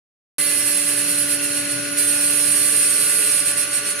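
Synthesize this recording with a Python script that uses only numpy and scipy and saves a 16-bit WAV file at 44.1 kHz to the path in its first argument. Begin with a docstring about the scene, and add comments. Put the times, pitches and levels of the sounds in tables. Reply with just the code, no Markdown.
"""In a room, close by, a small model monorail car balances on its track with a spinning gyroscope.
The unbalanced rotor hums at a nearly steady speed, its motor whines and whirrs, and the frame rings.
A bearing chatters once a turn, ringing the metal near 9 kHz, while its balls whistle and hiss.
As the gyroscope rocks, the load on the bearing eases again and again, so the bright chatter pulses."""
import sys
import numpy as np
from scipy import signal
from scipy.fft import rfft, irfft
from scipy.io import wavfile
from scipy.ndimage import uniform_filter1d

SR = 44100
rng = np.random.default_rng(int(sys.argv[2]) if len(sys.argv) > 2 else 0)


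def materialize(psi):
    """Save the field psi as 16-bit PCM at rate SR to the path in sys.argv[1].

    A 1-D psi becomes a single channel; in a 2-D psi each row is a channel.
    """
    bounded = np.clip(np.atleast_2d(psi).T, -1, 1)
    quanta = np.round(bounded * 32767).astype(np.int16)
    wavfile.write(sys.argv[1], SR, quanta)


N = 176400
T, FREQS = np.arange(N) / SR, np.arange(N // 2 + 1) * SR / N
ROTOR_HZ = 289.64
KNOCK_TURNS, GRAIN_DB = .28, .9  # fade time of a bearing knock; graininess of the bearing's noise


def undb(db):
    """Turn decibels into a gain."""
    return 10 ** (np.asarray(db) / 20)


def unit(x):
    """Scale a signal to an average power of 1."""
    return x / np.sqrt(np.mean(x ** 2))


def curve(rows, column=1):
    """Join the points of a time table with straight lines."""
    rows = np.array(rows)
    return np.interp(T, rows[:, 0], rows[:, column])


def over_hz(rows):
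    """Fill in a frequency table at every frequency."""
    rows = np.array(rows)
    return np.interp(np.log(FREQS + 1), np.log(rows[:, 0]), rows[:, 1])


def walk(rate_hz):
    """A smooth random wander, about 1 in size."""
    hold = int(SR / rate_hz)
    steps = np.repeat(rng.standard_normal(N // hold + 1), hold)[:N]
    return unit(uniform_filter1d(uniform_filter1d(steps, hold), hold))


def swell(middle_s, length_s):
    """A flat-topped rise from 0 to 1 and back."""
    return np.exp(-(2 * (T - middle_s) / length_s) ** 8)


def sides(pan_db):
    """Left and right gains. Pan is how much louder the left side is."""
    return undb(np.array([[1], [-1]]) * pan_db / 2)


def ring(hz, width):
    """A filter for one narrow ringing note."""
    return 1 / (1 + 1j * (FREQS - hz) / width) ** 2


def repeating(share):
    """A filter for roughness that partly returns each turn: a hump at each multiple of the speed."""
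    return 1 / (1 - share * np.exp(-2j * np.pi * FREQS / ROTOR_HZ))


def tone(turns, multiple, pan_db, flicker_db, wobble_rad, scatter_rad=np.pi):
    """A wavering tone at a multiple of the turning speed; high ones differ in phase left and right."""
    apart = np.array([[0], [np.pi / 2]]) * (multiple > 10)
    phase = 2 * np.pi * multiple * turns + scatter_rad * rng.standard_normal() + apart
    wave = np.sqrt(2) * np.cos(phase + wobble_rad * walk(70))
    return wave * sides(pan_db) * unit(undb(flicker_db * walk(25.07)))


# Where the noise sits between the ears. Each row: frequency in Hz, pan in dB.
NOISE_PAN = [(60, 3.5), (200, 7), (380, 11.5), (700, 8), (1300, 6), (2400, 0), (4400, 1), (7000, -0.5),
             (8700, -3.5), (9700, -9), (11000, -9), (12200, -3), (15000, -10.5)]
# How alike left and right are. Each row: frequency in Hz, likeness from 0 to 1.
LIKENESS = [(60, 0.5), (200, 1), (640, 0.98), (1400, 0.24), (2600, 0.81), (3400, 0), (15000, 0.02)]

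def friction(colour, drive=1):
    """Stereo rubbing noise, shaped in time by drive and in frequency by colour."""
    mid, side = rfft(rng.standard_normal((2, N)) * drive)
    alike = np.clip(over_hz(LIKENESS), 0, 1)
    pair = mid * np.sqrt(1 + alike) + np.array([[1], [-1]]) * side * np.sqrt(1 - alike)
    return unit(irfft(pair * colour * sides(over_hz(NOISE_PAN)), N))


def ringing(rows):
    """Rubbing noise keeps several notes ringing at once."""
    return sum(undb(db) * friction(ring(hz, width)) for hz, width, db in rows)


# The slow changes of load on the bearing. Each row: time in seconds, chatter strength in dB.
LOAD = [(.38, -2), (.75, -1.5), (1.0, -1.5), (1.33, -3), (1.57, -6), (1.72, -7.5), (1.78, -14),
        (1.955, -16), (1.985, 0), (2.1, -3), (2.7, -1), (3.27, -1.5), (3.62, -3), (3.9, -6.5), (4, 0.5)]
# Moments when rocking eases the load. Each row: middle in seconds, length in seconds, depth in dB.
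EASES = [(0.545, 0.057, 1), (0.628, .05, 2), (0.738, 0.022, 3), (0.832, 0.08, 2.5), (0.943, 0.073, 3.5),
         (1.042, 0.081, 3.5), (1.152, 0.045, 3), (1.266, 0.045, 6), (1.393, 0.063, 8), (1.507, 0.076, 3),
         (1.648, 0.087, 5), (2.048, 0.045, 2), (2.182, 0.043, 2), (3.435, 0.041, 6.5), (3.545, 0.046, 8),
         (3.686, 0.076, 12), (3.824, 0.056, 12), (3.965, 0.069, 18)]

def bearing_load():
    """Chatter strength in dB: it dips at each rock and rebounds by 1 dB as the load returns."""
    delay_s, rebound_s = .027, .017
    dips = sum(depth * 0.5 ** (np.abs(2 * (T - s) / length) ** 3.7) for s, length, depth in EASES)
    rebounds = sum(np.exp(-((T - s - length / 2 - delay_s) / rebound_s) ** 2) for s, length, _ in EASES)
    return curve(LOAD) - dips + rebounds


HUM_MULTIPLES, HUM_PANS_DB = [1, 2, 4, 5, 7], [9.5, 11, 2.5, 11.5, -2]
# The hum's tones. Each row: time in seconds, then a relative level in dB for each multiple above.
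HUM = [(0.42, -40.5, -43.5, -45.5, -49, -34.5), (0.69, -38.5, -42, -48.5, -54, -38.5),
       (1.15, -35.5, -40.5, -49.5, -42, -48), (1.74, -34.5, -39.5, -52, -40, -44.5),
       (1.83, -35, -39.5, -50, -38, -54), (2.02, -34.5, -40.5, -56, -38.5, -44),
       (2.28, -36, -40, -47.5, -40, -57), (2.61, -38, -43, -43.5, -46.5, -44.5),
       (3.07, -44.5, -43.5, -44.5, -38.5, -43.5), (3.15, -48, -43, -45, -41, -40.5),
       (3.72, -44.5, -42.5, -43, -41, -56), (3.97, -49.5, -43, -45, -39.5, -46)]

def rotor_hum(turns):
    """The unbalanced rotor shakes the car once a turn, making a hum with overtones."""
    hum = sum(undb(curve(HUM, i + 1)) * tone(turns, multiple, pan, flicker_db=.35, wobble_rad=.05)
              for i, (multiple, pan) in enumerate(zip(HUM_MULTIPLES, HUM_PANS_DB)))
    return undb(-1.45) * hum


# The whine's tones. Each row: multiple of the rotor speed, relative level in dB, pan in dB.
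WHINE = [(3, -54, -7), (6, -47.5, -3), (8, -45, 6), (12, -45.5, 2), (14, -42.5, 2), (15, -41, 10),
         (16, -44, 5), (17, -42.5, 1), (19, -39, -5), (20, -51, -2), (24, -44, -4)]

def motor_whine(turns, load_db):
    """The motor's thin whine grows and shrinks with the load."""
    whine = sum(undb(db) * tone(turns, multiple, pan, flicker_db=3, wobble_rad=.21)
                for multiple, db, pan in WHINE)
    return whine * undb(-1.5 + .53 * load_db)


# The colour of the whirr. Each row: frequency in Hz, relative level in dB.
WHIRR_COLOUR = [(25, -34), (60, -18.5), (90, -7.5), (170, -3), (240, -9), (310, -5), (440, -12),
                (490, -16.5), (550, -5), (640, -14.5), (1000, -12), (1350, -4), (1600, 1), (2200, -2),
                (2700, 3), (3300, -5), (4500, -22)]

def motor_whirr(load_db):
    """The motor's grainy whirr follows the load only a little."""
    grain = undb(1.1 * walk(600))
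    return friction(undb(over_hz(WHIRR_COLOUR)), grain) * undb(-31.5 + .15 * load_db)


# The frame's ringing notes. Each row: pitch in Hz, width in Hz, level in dB.
FRAME_RINGS = [(376, 5.4, -64), (412.5, 3.2, -48.5), (435.2, 10, -53), (685, 5, -62), (1238, 4, -57),
               (1530, 7, -47), (1698, 8, -50), (1739, 4, -50), (2011, 35, -46), (2530, 9, -47),
               (2729, 12, -47), (3740, 45, -49), (4160, 30, -44), (4470, 70, -45), (5650, 45, -47),
               (6230, 40, -45), (6740, 40, -47), (6860, 30, -50)]
# How loud the frame rumbles. Each row: time in seconds, level in dB.
RUMBLE_LEVEL = [(.4, -54.5), (.9, -52), (1.15, -46), (1.35, -54), (1.65, -42.5), (2.1, -50), (2.45, -47),
                (2.8, -49), (3.4, -55), (4, -53.5)]
# The rumble's low notes. Each row: pitch in Hz, width in Hz, relative level in dB.
RUMBLE_RINGS = [(125.1, 5.3, -0.5), (174.3, 17, -3)]

def frame_rings():
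    """The shaken frame rings steadily over a low rumble that comes and goes."""
    return ringing(FRAME_RINGS) + undb(curve(RUMBLE_LEVEL)) * ringing(RUMBLE_RINGS)


# The colour of the scrape. Each row: frequency in Hz, relative level in dB.
SCRAPE_COLOUR = [(2000, -40), (4000, -22), (5600, -19), (6600, -9.5), (7200, -16), (7900, -4), (8600, 1),
                 (9600, -1), (10400, -6), (11100, -12), (12000, -13.5), (14500, -14.5), (15500, -26)]
# The notes of the bearing's metal housing. Each row: pitch in Hz, width in Hz,
# then relative levels in dB up to 1.6 seconds, just after that, and from 2.5 seconds on.
HOUSING_RINGS = [(8570, 35, -43, -37, -36), (8846, 14, -41, -32, -25.5), (8981, 18, -33, -32, -38),
                 (9120, 28, -34, -37, -37), (9639, 25, -44, -35, -30), (9830, 25, -34, -42, -42),
                 (10580, 28, -34, -37, -37), (11160, 35, -38, -42, -42)]
# How bright the chatter is. 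Each row: time in seconds, lift of the highs over the lows in dB.
BRIGHTNESS = [(.4, 4), (.8, -0.5), (1.25, 2.5), (1.75, -4), (1.98, 1.5), (2.7, 0), (3.3, -0.5), (4, -5)]

def bearing_chatter(turns, load_db):
    """The bearing gives a scraping knock on every turn, which rings its housing."""
    knock_share, split_hz, housing_s = .48, 9500, [1.6, 1.6, 2.5]
    sizes = undb(rng.standard_normal(N // 100))  # knocks vary by about 1 dB
    knocks = unit(sizes[turns.astype(int)] * np.exp(-(turns % 1) / KNOCK_TURNS))
    drive = np.sqrt(1 - knock_share + knock_share * knocks ** 2) * undb(GRAIN_DB * walk(2500))
    scrape = friction(undb(over_hz(SCRAPE_COLOUR)) * repeating(share=.38), drive)
    housing = sum(undb(np.interp(T, housing_s, levels)) * friction(ring(hz, width), drive)
                  for hz, width, *levels in HOUSING_RINGS)
    chatter = scrape * undb(-21 + load_db) + housing * undb(1 + .82 * load_db)
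    lows = irfft(rfft(chatter) / (1 + (FREQS / split_hz) ** 20), N)
    lift = undb(curve(BRIGHTNESS) / 2)
    return lows / lift + (chatter - lows) * lift


# The buzz's tones. Each row: multiple of the rotor speed,
# relative levels in dB before and after the chatter surges back, pan in dB.
BUZZ = [(28, -39, -36, -10), (29, -40, -38, -8), (30, -31.5, -25, -5), (31, -27, -27, -7),
        (32, -35, -31.5, -4), (33, -36.5, -29.5, -17), (34, -37, -35, -6), (35, -34, -36, -4),
        (36, -30, -39, -3), (37, -33, -35, -7), (38, -30.5, -33, -16), (39, -41, -41, -20),
        (40, -45, -39, -8), (41, -49, -45, -10), (43, -49, -47, -5), (50, -49, -46, -8)]

def bearing_buzz(turns, load_db, surge_s=1.96):
    """The pitched part of the chatter needs firm contact, so it drops steeply as the load eases."""
    buzz = 0
    for multiple, before, after, pan in BUZZ:
        wave = tone(turns - KNOCK_TURNS, multiple, pan, flicker_db=2.5, wobble_rad=.39, scatter_rad=.99)
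        buzz += undb(np.where(T < surge_s, before, after)) * wave
    return buzz * undb(-2 + 1.4 * load_db)


# The balls' whistling notes. Each row: pitch in Hz, width in Hz, relative level in dB.
BALL_RINGS = [(9960, 34, -29.5), (10200, 45, -30), (10320, 90, -32), (12900, 59, -48), (14480, 80, -48)]
# The colour of their hiss. Each row: frequency in Hz, relative level in dB.
HISS_COLOUR = [(2000, -37), (3000, 3), (3800, -0.5), (4300, 5), (4800, -1), (5400, 4), (6400, -5),
               (7200, -5), (8500, -4.5), (9600, -5), (10700, -4.5), (11900, -1), (15500, -28)]
# How much hiss returns on the next turn. Each row: frequency in Hz, share from 0 to 1.
HISS_REPEAT = [(3000, .25), (4200, .35), (4800, .7), (7500, .7), (8500, .35), (15000, .4)]

def rolling_balls(load_db):
    """The bearing's balls roll all the time, with a high whistle and a hiss."""
    whistle = ringing(BALL_RINGS)
    colour = undb(over_hz(HISS_COLOUR)) * repeating(over_hz(HISS_REPEAT))
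    hiss = friction(colour, drive=undb(GRAIN_DB * walk(1500)))
    return whistle * undb(.21 * load_db) + hiss * undb(-31.5 + .39 * load_db)


# Spells of droning. Each row: middle in seconds, length in seconds, level in dB.
DRONES = [(2.8, 0.19, -43.5), (3.13, 0.42, -46.5)]

def frame_drone(hz=432):
    """The frame drones and flutters twice during the hardest stretch of chatter."""
    flutter = tone(hz * T, 1, pan_db=9, flicker_db=2.5, wobble_rad=1.2)
    return flutter * sum(undb(db) * swell(middle, length) for middle, length, db in DRONES)


def hum_throb(turns, throb_hz=14.6):
    """Near the end, the hum's lowest tone throbs slightly as it fades."""
    throb = np.sqrt(2) * np.cos(2 * np.pi * throb_hz * T)
    lowest = tone(turns, 1, HUM_PANS_DB[0], flicker_db=3.5, wobble_rad=.05)
    return undb(-52.5) * swell(middle_s=3.45, length_s=1.3) * throb * lowest


def room(sound, fade_s=.18, echo_db=-8.5):
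    """The walls add a short, faint echo."""
    tail = unit(rng.standard_normal((2, N)) * undb(-60 * T / fade_s)) / np.sqrt(N)
    return sound + undb(echo_db) * signal.fftconvolve(sound, tail, axes=1)[:, :N]


def scene():
    """Mix the rotor, motor, frame and bearing; only the bearing gets the room's echo."""
    speed_hz = ROTOR_HZ * (1 + .0003 * walk(20))
    speed_hz += 2.2 * swell(middle_s=.65, length_s=.09025)  # the speed jumps up briefly
    turns = np.cumsum(speed_hz) / SR
    load_db = bearing_load()
    rotor = rotor_hum(turns) + hum_throb(turns)
    motor = motor_whine(turns, load_db) + motor_whirr(load_db)
    frame = frame_rings() + frame_drone()
    bearing = bearing_chatter(turns, load_db) + bearing_buzz(turns, load_db) + rolling_balls(load_db)
    return rotor + motor + frame + room(bearing)


def record(dry):
    """The sound cuts in out of silence, and the highest treble is cut off."""
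    start_s, top_hz = .383, 15400
    lowpass = signal.ellip(10, .1, 80, top_hz, fs=SR, output="sos")
    return signal.sosfilt(lowpass, dry * (T >= start_s))


dry = scene()
out = record(dry)
materialize(out)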